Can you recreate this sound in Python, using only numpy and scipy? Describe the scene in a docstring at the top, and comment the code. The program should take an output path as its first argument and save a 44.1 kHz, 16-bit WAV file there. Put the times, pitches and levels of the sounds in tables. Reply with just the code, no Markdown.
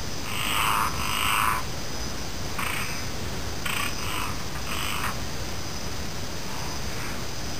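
"""A pond edge at night. From the start a near cricket trills about once a second over far ones and low air rumble.
Two loud frog snores, snap pairs ringing a vocal sac, swell within 0.2-1.6 s; a chuckle of speeding knocks with clucks
follows at 2.6 s over a faint snore, a second chuckle at 3.7 s, two weaker snores and lone clucks at 4.0-5.1 s,
and two faint snores after 6.4 s. A small camera stores it all coarsely: few levels, a low sampling rate and
held samples, which mirror the sound upwards."""
import sys
import numpy as np
from scipy import signal
from scipy.fft import rfft, irfft
from scipy.io import wavfile

SR = 44100
rng = np.random.default_rng(int(sys.argv[2]) if len(sys.argv) > 2 else 0)


def pcm_store(signal):
    """Save signal as 16-bit PCM."""
    levels = np.round(np.clip(np.atleast_2d(signal), -1, 1) * 32767)
    wavfile.write(sys.argv[1], SR, levels.astype(np.int16).T)


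N = 334719


def snore(start_s, end_s, lower_s, lower_db, lower_rise_db, upper_s, upper_db, upper_rise_db,
          upper_hz, lower_hz, strong_s, first_per_s, last_per_s, weak, rasp):
    """The throat snaps shut in strong-weak pairs; snaps and the rasp of air behind them ring the vocal sac."""
    # Each row: factor on the centre, width of one pole in Hz, level in dB.
    lower_sac = [(0.861, 288.3, -3), (1.02, 299, 1), (1.21, 321, -3.5), (1.53, 636, -8)]
    # Each row: factor on the centre, width of one pole in Hz, level in dB.
    upper_sac = [(.69, 717, -5.5), (.87, 544, -4), (1.021, 491.4, -1), (1.141, 466, -3)]
    weak_lag_pairs, jitter_pairs, spread_db = .47, .01, .27
    early_weak, doubles_at, doubles_over = .35, .42, .1  # weak/strong ratio; the others are shares of the length
    doubling_db = 9.5  # lower resonances gain this per unit of weak/strong ratio
    puff_s = .0035

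    t = np.arange(start_s, end_s, 1 / SR)
    length_s = end_s - start_s
    u = (t - start_s) / length_s

    # running count of pairs, whole at strong_s but for the jitter
    pairs = np.cumsum(np.linspace(first_per_s, last_per_s, len(t))) / SR
    pairs += jitter_pairs * drift(100, len(t)) - np.interp(strong_s, t, pairs)
    pairs = np.maximum.accumulate(pairs)
    strong_snaps = np.diff(np.floor(pairs), prepend=np.floor(pairs[0]))
    lagged = np.floor(pairs - weak_lag_pairs)
    weak_snaps = np.diff(lagged, prepend=lagged[0])
    weak_ratio = np.interp(u, [doubles_at, doubles_at + doubles_over], [early_weak, weak])
    scatter = gain_of(spread_db * np.clip(rng.standard_normal(len(t)), -2, 2))
    snaps = (strong_snaps + weak_ratio * weak_snaps) * scatter

    # each puff of air swells, then dies
    fade = np.exp(-1 / (puff_s * SR))
    puff_level = signal.lfilter([1], [1, -2 * fade, fade ** 2], snaps)
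    puffs = evened(puff_level * rng.choice([-1., 1.], len(t)))

    def drive(rasp_share):
        return np.sqrt(1 - rasp_share) * evened(snaps) + np.sqrt(rasp_share) * puffs

    lower_swell_db = hill(u, (lower_s - start_s) / length_s, lower_rise_db, 14.5, 1.5, 1.8)
    lower_swell_db += doubling_db * (weak_ratio - weak)
    lower = gain_of(lower_db + lower_swell_db) * sac(drive(rasp), lower_hz, lower_sac)

    upper_swell_db = hill(u, (upper_s - start_s) / length_s, upper_rise_db, 17.5, 2., 1.7)
    upper_centre_hz = upper_hz + hill(u, .33, 330., 470., 1.8, 1.6)
    # rasp favours the treble
    upper = gain_of(upper_db + upper_swell_db) * sac(drive(rasp ** .6), upper_centre_hz, upper_sac)
    return start_s, (lower + upper) * signal.windows.tukey(len(t), .12)


def chuckle(start_s, count, first_gap_s, last_gap_s, db, upper_db, pitch):
    """Knocks on the vocal sac whose gaps shrink evenly; the first is duller, the last ones fade."""
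    knock_s, first_dull_db, fade_db = .014, -3.5, -2
    out = np.zeros(SR // 2)
    gaps_s = np.linspace(first_gap_s, last_gap_s, count - 1)
    for k, knock_at_s in enumerate(np.cumsum(np.r_[0, gaps_s])):
        knock_db = db + fade_db * (k / (count - 1)) ** 3
        knock_upper_db = upper_db + first_dull_db * (k == 0)
        add(out, *note(knock_at_s, knock_db, knock_upper_db, pitch, knock_s))
    return start_s, out


def note(start_s, db, upper_db, pitch, length_s):
    """Knock or cluck: a short bundle of snaps and rasp rings the sac, then a dying tail of rasp."""
    # Sac of the chuckler. Each row: frequency in Hz, width of one pole in Hz, level in dB.
    note_sac = [(1110, 350, 3.5), (1433, 360, -4), (1874, 460, -2), (2340, 390, -1), (2550, 370, 2.5),
                (2986, 500, -4), (3490, 650, -13)]
    pulses_per_s, tail_db, tail_s, lower_tail_db = 250, -3.5, .026, -3.
    t = np.arange(4000) / SR
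    snaps = ticks(pulses_per_s * (1 + .12 * drift(300, len(t))))
    rasp = rng.choice([-1., 1.], len(t))
    bundle_level = np.clip((length_s - t) / .004, 0, 1) * np.minimum(t / .0025 + .5, 1)
    bundle = (.65 * evened(snaps) + .75 * rasp) * bundle_level
    tail = gain_of(tail_db) * np.exp(-t / tail_s) * np.minimum(t / .0048, 1) * rasp
    lower = bundle + gain_of(lower_tail_db) * tail
    upper = bundle + tail

    ring = np.zeros(len(t))
    for k, (hz, width_hz, mode_db) in enumerate(note_sac):
        is_upper = k > 2
        level = (-1) ** k * gain_of(mode_db + upper_db * is_upper)
        ring += level * resonate(upper if is_upper else lower, pitch * hz, width_hz)
    near_peak = np.percentile(abs(ring[:3000]), 99)
    return start_s, gain_of(db) * ring / near_peak


def cricket():
    """Near cricket: runs of wing strokes that swell and stop short."""
    # Each row: start in seconds, end in seconds, level at the end in dB before the edge taper.
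    trills = [(0., 0.263, -45.5), (0.799, 1.157, -42), (1.821, 2.113, -42), (2.756, 3.069, -41),
              (3.739, 4.04, -41), (4.604, 4.933, -44.5), (5.598, 5.868, -43.5), (6.552, 6.807, -44.5),
              (7.299, 7.589, -44.5)]
    wing_hz, strokes_per_s, swell_db = 4995, 133, 5.5
    out = np.zeros(N)
    for start_s, end_s, db in trills:
        size = round((end_s - start_s) * SR)
        swell = gain_of(db - swell_db * np.linspace(1, 0, size) ** 2)
        edges = signal.windows.tukey(size, .15)
        add(out, start_s, swell * edges * wings(wing_hz, strokes_per_s, size))
    return out


def chorus():
    """Far crickets, two near each pitch, whose stroking wings swell and fade on their own."""
    # Each row: wing frequency in Hz, level in dB.
    far_crickets = [(4400, -7.5), (4520, -6), (4650, -4), (4760, -2), (4870, -2), (4980, -0.5), (5090, -2),
                    (5190, -3.5), (5290, -4.5), (5380, -13)]
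    chorus_db = -42.5
    far = np.zeros(N)
    for hz, db in far_crickets + far_crickets:
        level = gain_of(db + 2. * drift(6., N))
        far += level * wings(hz * rng.uniform(.99, 1.01), rng.uniform(90, 140), N)
    return gain_of(chorus_db) * evened(far)


def wings(hz, strokes_per_s, size):
    """Each wing stroke is a short whistle that starts afresh, a little off in pitch and strength."""
    strokes = rng.random() + np.cumsum(strokes_per_s * (1 + .03 * drift(40, size))) / SR
    index, part = strokes.astype(int), strokes % 1
    phase_steps, off, strength = rng.standard_normal((index[-1] + 1, 3)).T
    phase = 1.2 * np.cumsum(phase_steps)[index]  # wanders stroke by stroke
    detuned_s = np.arange(size) / SR + .014 * off[index] * part / strokes_per_s
    whistle = np.sin(2 * np.pi * hz * detuned_s + phase)
    stroke_level = gain_of(2. * strength[index]) * np.sin(np.pi * part) ** 1.5
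    return evened(stroke_level * whistle)


def air():
    """Rumble and hiss of the night air and the microphone: coloured noise of wavering level."""
    # Each row: frequency in Hz, level in dB per Hz.
    air_colour = [(20, -6), (35, -8.5), (60, 0), (120, -4), (250, -9.5), (500, -14.5), (900, -17.5),
                  (1500, -20.5), (2500, -24.5), (4000, -26), (5400, -29.5)]
    air_db = -34
    hz = np.fft.rfftfreq(N, 1 / SR)
    knot_hz, knot_db = np.transpose(air_colour)
    colour = gain_of(np.interp(np.log(hz + 1), np.log(knot_hz + 1), knot_db, right=-120))
    noise = irfft(rfft(rng.standard_normal(N)) * colour, N)
    return gain_of(air_db + .7 * drift(6., N)) * evened(noise)


def bank(x):
    """Bank and bushes add sparse echoes of random sign, dying exponentially."""
    t60_s, echoes_db, slot = .25, -2.5, 40  # one echo per slot of samples
    taps = np.zeros(SR // 3)
    at = np.arange(100, len(taps) - slot, slot)
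    echoes = rng.choice([-1., 1.], len(at)) * gain_of(-60 * at / SR / t60_s)
    taps[at + rng.integers(0, slot, len(at))] = echoes
    return signal.oaconvolve(x, np.r_[1, gain_of(echoes_db) * taps[1:] / np.linalg.norm(taps)])


def sac(drive, centre_hz, modes):
    """Vocal sac: neighbouring resonances alternate in sign, so that they join without a notch."""
    ring = np.zeros(len(drive))
    for k, (factor, width_hz, db) in enumerate(modes):
        ring += (-1) ** k * gain_of(db) * resonate(drive, factor * centre_hz, width_hz)
    return evened(ring)


def resonate(x, hz, width_hz):
    """Steep resonance: shifts the curve hz down to zero, smooths twice with one pole, shifts back."""
    turn = np.exp(2j * np.pi * np.cumsum(hz * np.ones(len(x))) / SR)
    r = np.exp(-np.pi * width_hz / SR)
    smooth = signal.lfilter([(1 - r) ** 2], [1, -2 * r, r * r], x / turn + 1e-18)
    return 2 * (turn * smooth).real


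def hill(u, top, rise, fall, rise_bend, fall_bend):
    """Zero at u = top, bending down by rise towards u = 0 and by fall towards u = 1."""
    before = np.clip(1 - u / top, 0, 1) ** rise_bend
    after = np.clip((u - top) / (1 - top), 0, 1) ** fall_bend
    return -rise * before - fall * after


def drift(per_s, size):
    """Slow chance: straight lines between normal random knots of rms 1."""
    knots = rng.standard_normal(int(size / SR * per_s) + 2)
    return np.interp(np.arange(size) / SR * per_s, np.arange(len(knots)), knots)


def ticks(per_s):
    """One at the start and at every whole-number crossing of the running count."""
    return np.diff(np.floor(np.cumsum(per_s) / SR), prepend=-1.)


def gain_of(db):
    """Amplitude factor of a level in dB."""
    return 10 ** (np.asarray(db) / 20)


def evened(x):
    """Scales to rms 1."""
    return x / np.sqrt(np.mean(x ** 2) + 1e-20)


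def add(mix, start_s, sound):
    """Adds sound into mix from start_s, cut at the end of mix."""
    part = mix[round(start_s * SR):][:len(sound)]
    part += sound[:len(part)]


def scene():
    """Every frog call has its own echoes, the near cricket too; far crickets and air lie under them."""
    # Near ones first. Each row: start in s, end in s; lower resonances: loudest at s, top in dB, rise in dB;
    # upper ones: loudest at s, top in dB, rise in dB; highest upper centre in Hz, lower centre in Hz;
    # a strong snap at s, pairs per s at the start, at the end, late weak/strong ratio, rasp share 0-1.
    snores = [ (.22, .92, .8, -26.5, 12., .55, -28.5, 14., 2780, 1110, .7885, 52., 54., .75, .22),
              (.91, 1.62, 1.45, -26, 8., 1.26, -28.5, 16., 2700, 1125, 1.379, 51.2, 53.8, .7, .17),
              (3.96, 4.35, 4.22, -34.5, 10., 4.16, -35.5, 10., 2710, 1120, 4.16, 52.4, 52.4, .4, .12),
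              (4.64, 5.1, 5.02, -36, 6., 4.9, -33.5, 10., 2810, 1135, 4.846, 51.4, 51.8, .35, .1),
              (2.66, 3.16, 2.9, -47, 6., 2.88, -40, 8., 2400, 1125, 2.9, 52.7, 52.7, .5, .7),
              (6.42, 6.82, 6.6, -41, 5., 6.58, -48, 8., 2500, 965, 6.6, 52., 52., .5, .5),
              (6.85, 7.24, 7.08, -46.5, 7., 7.04, -42, 9., 2250, 1125, 7., 50., 50., .5, .5)]
    # Each row: start in s, knocks, first gap in s, last gap in s, near-peak level in dB,
    # upper resonances against lower in dB, factor on the sac's pitch.
    chuckles = [(2.584, 7, .039, .0295, -22.5, 1., .97), (3.654, 7, .037, .030, -21, 2.5, 1.01)]
    # Each row: start in s, near-peak level in dB, upper resonances against lower in dB, factor on the sac's pitch.
    clucks = [(2.601, -26, -8, 0.96), (2.808, -27.5, 1.5, 1), (4.395, -32, -17, 0.95),
              (4.549, -29, -13.5, 0.95), (4.712, -26, 0, 0.98), (5.034, -22, -4, 0.99),
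              (5.051, -23.5, -9, .97), (5.08, -26.5, -13.5, .97)]
    cluck_s = .019
    calls = [snore(*row) for row in snores]
    calls += [chuckle(*row) for row in chuckles]
    calls += [note(*row, cluck_s) for row in clucks]
    frogs = np.zeros(N)
    for start_s, call in calls:
        add(frogs, start_s, bank(call))
    return (frogs + bank(cricket())[:N] + chorus() + air())[None]


def record(dry):
    """Holds each stored sample, rounds to coarse levels one step below zero, then limits the band."""
    stored_per_s, step, edge_hz = 11026, .0292, 15450
    stored = np.floor(np.arange(N) * stored_per_s / SR)
    held = dry[:, np.searchsorted(stored, stored)]
    stepped = step * (np.round(held / step) - 1)
    taps = signal.firwin(511, edge_hz, window=("kaiser", 9), fs=SR)
    padded = np.pad(stepped, ((0, 0), (255, 255)), "edge")
    return signal.oaconvolve(padded, taps[None], "valid")


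dry = scene()
out = record(dry)
pcm_store(out)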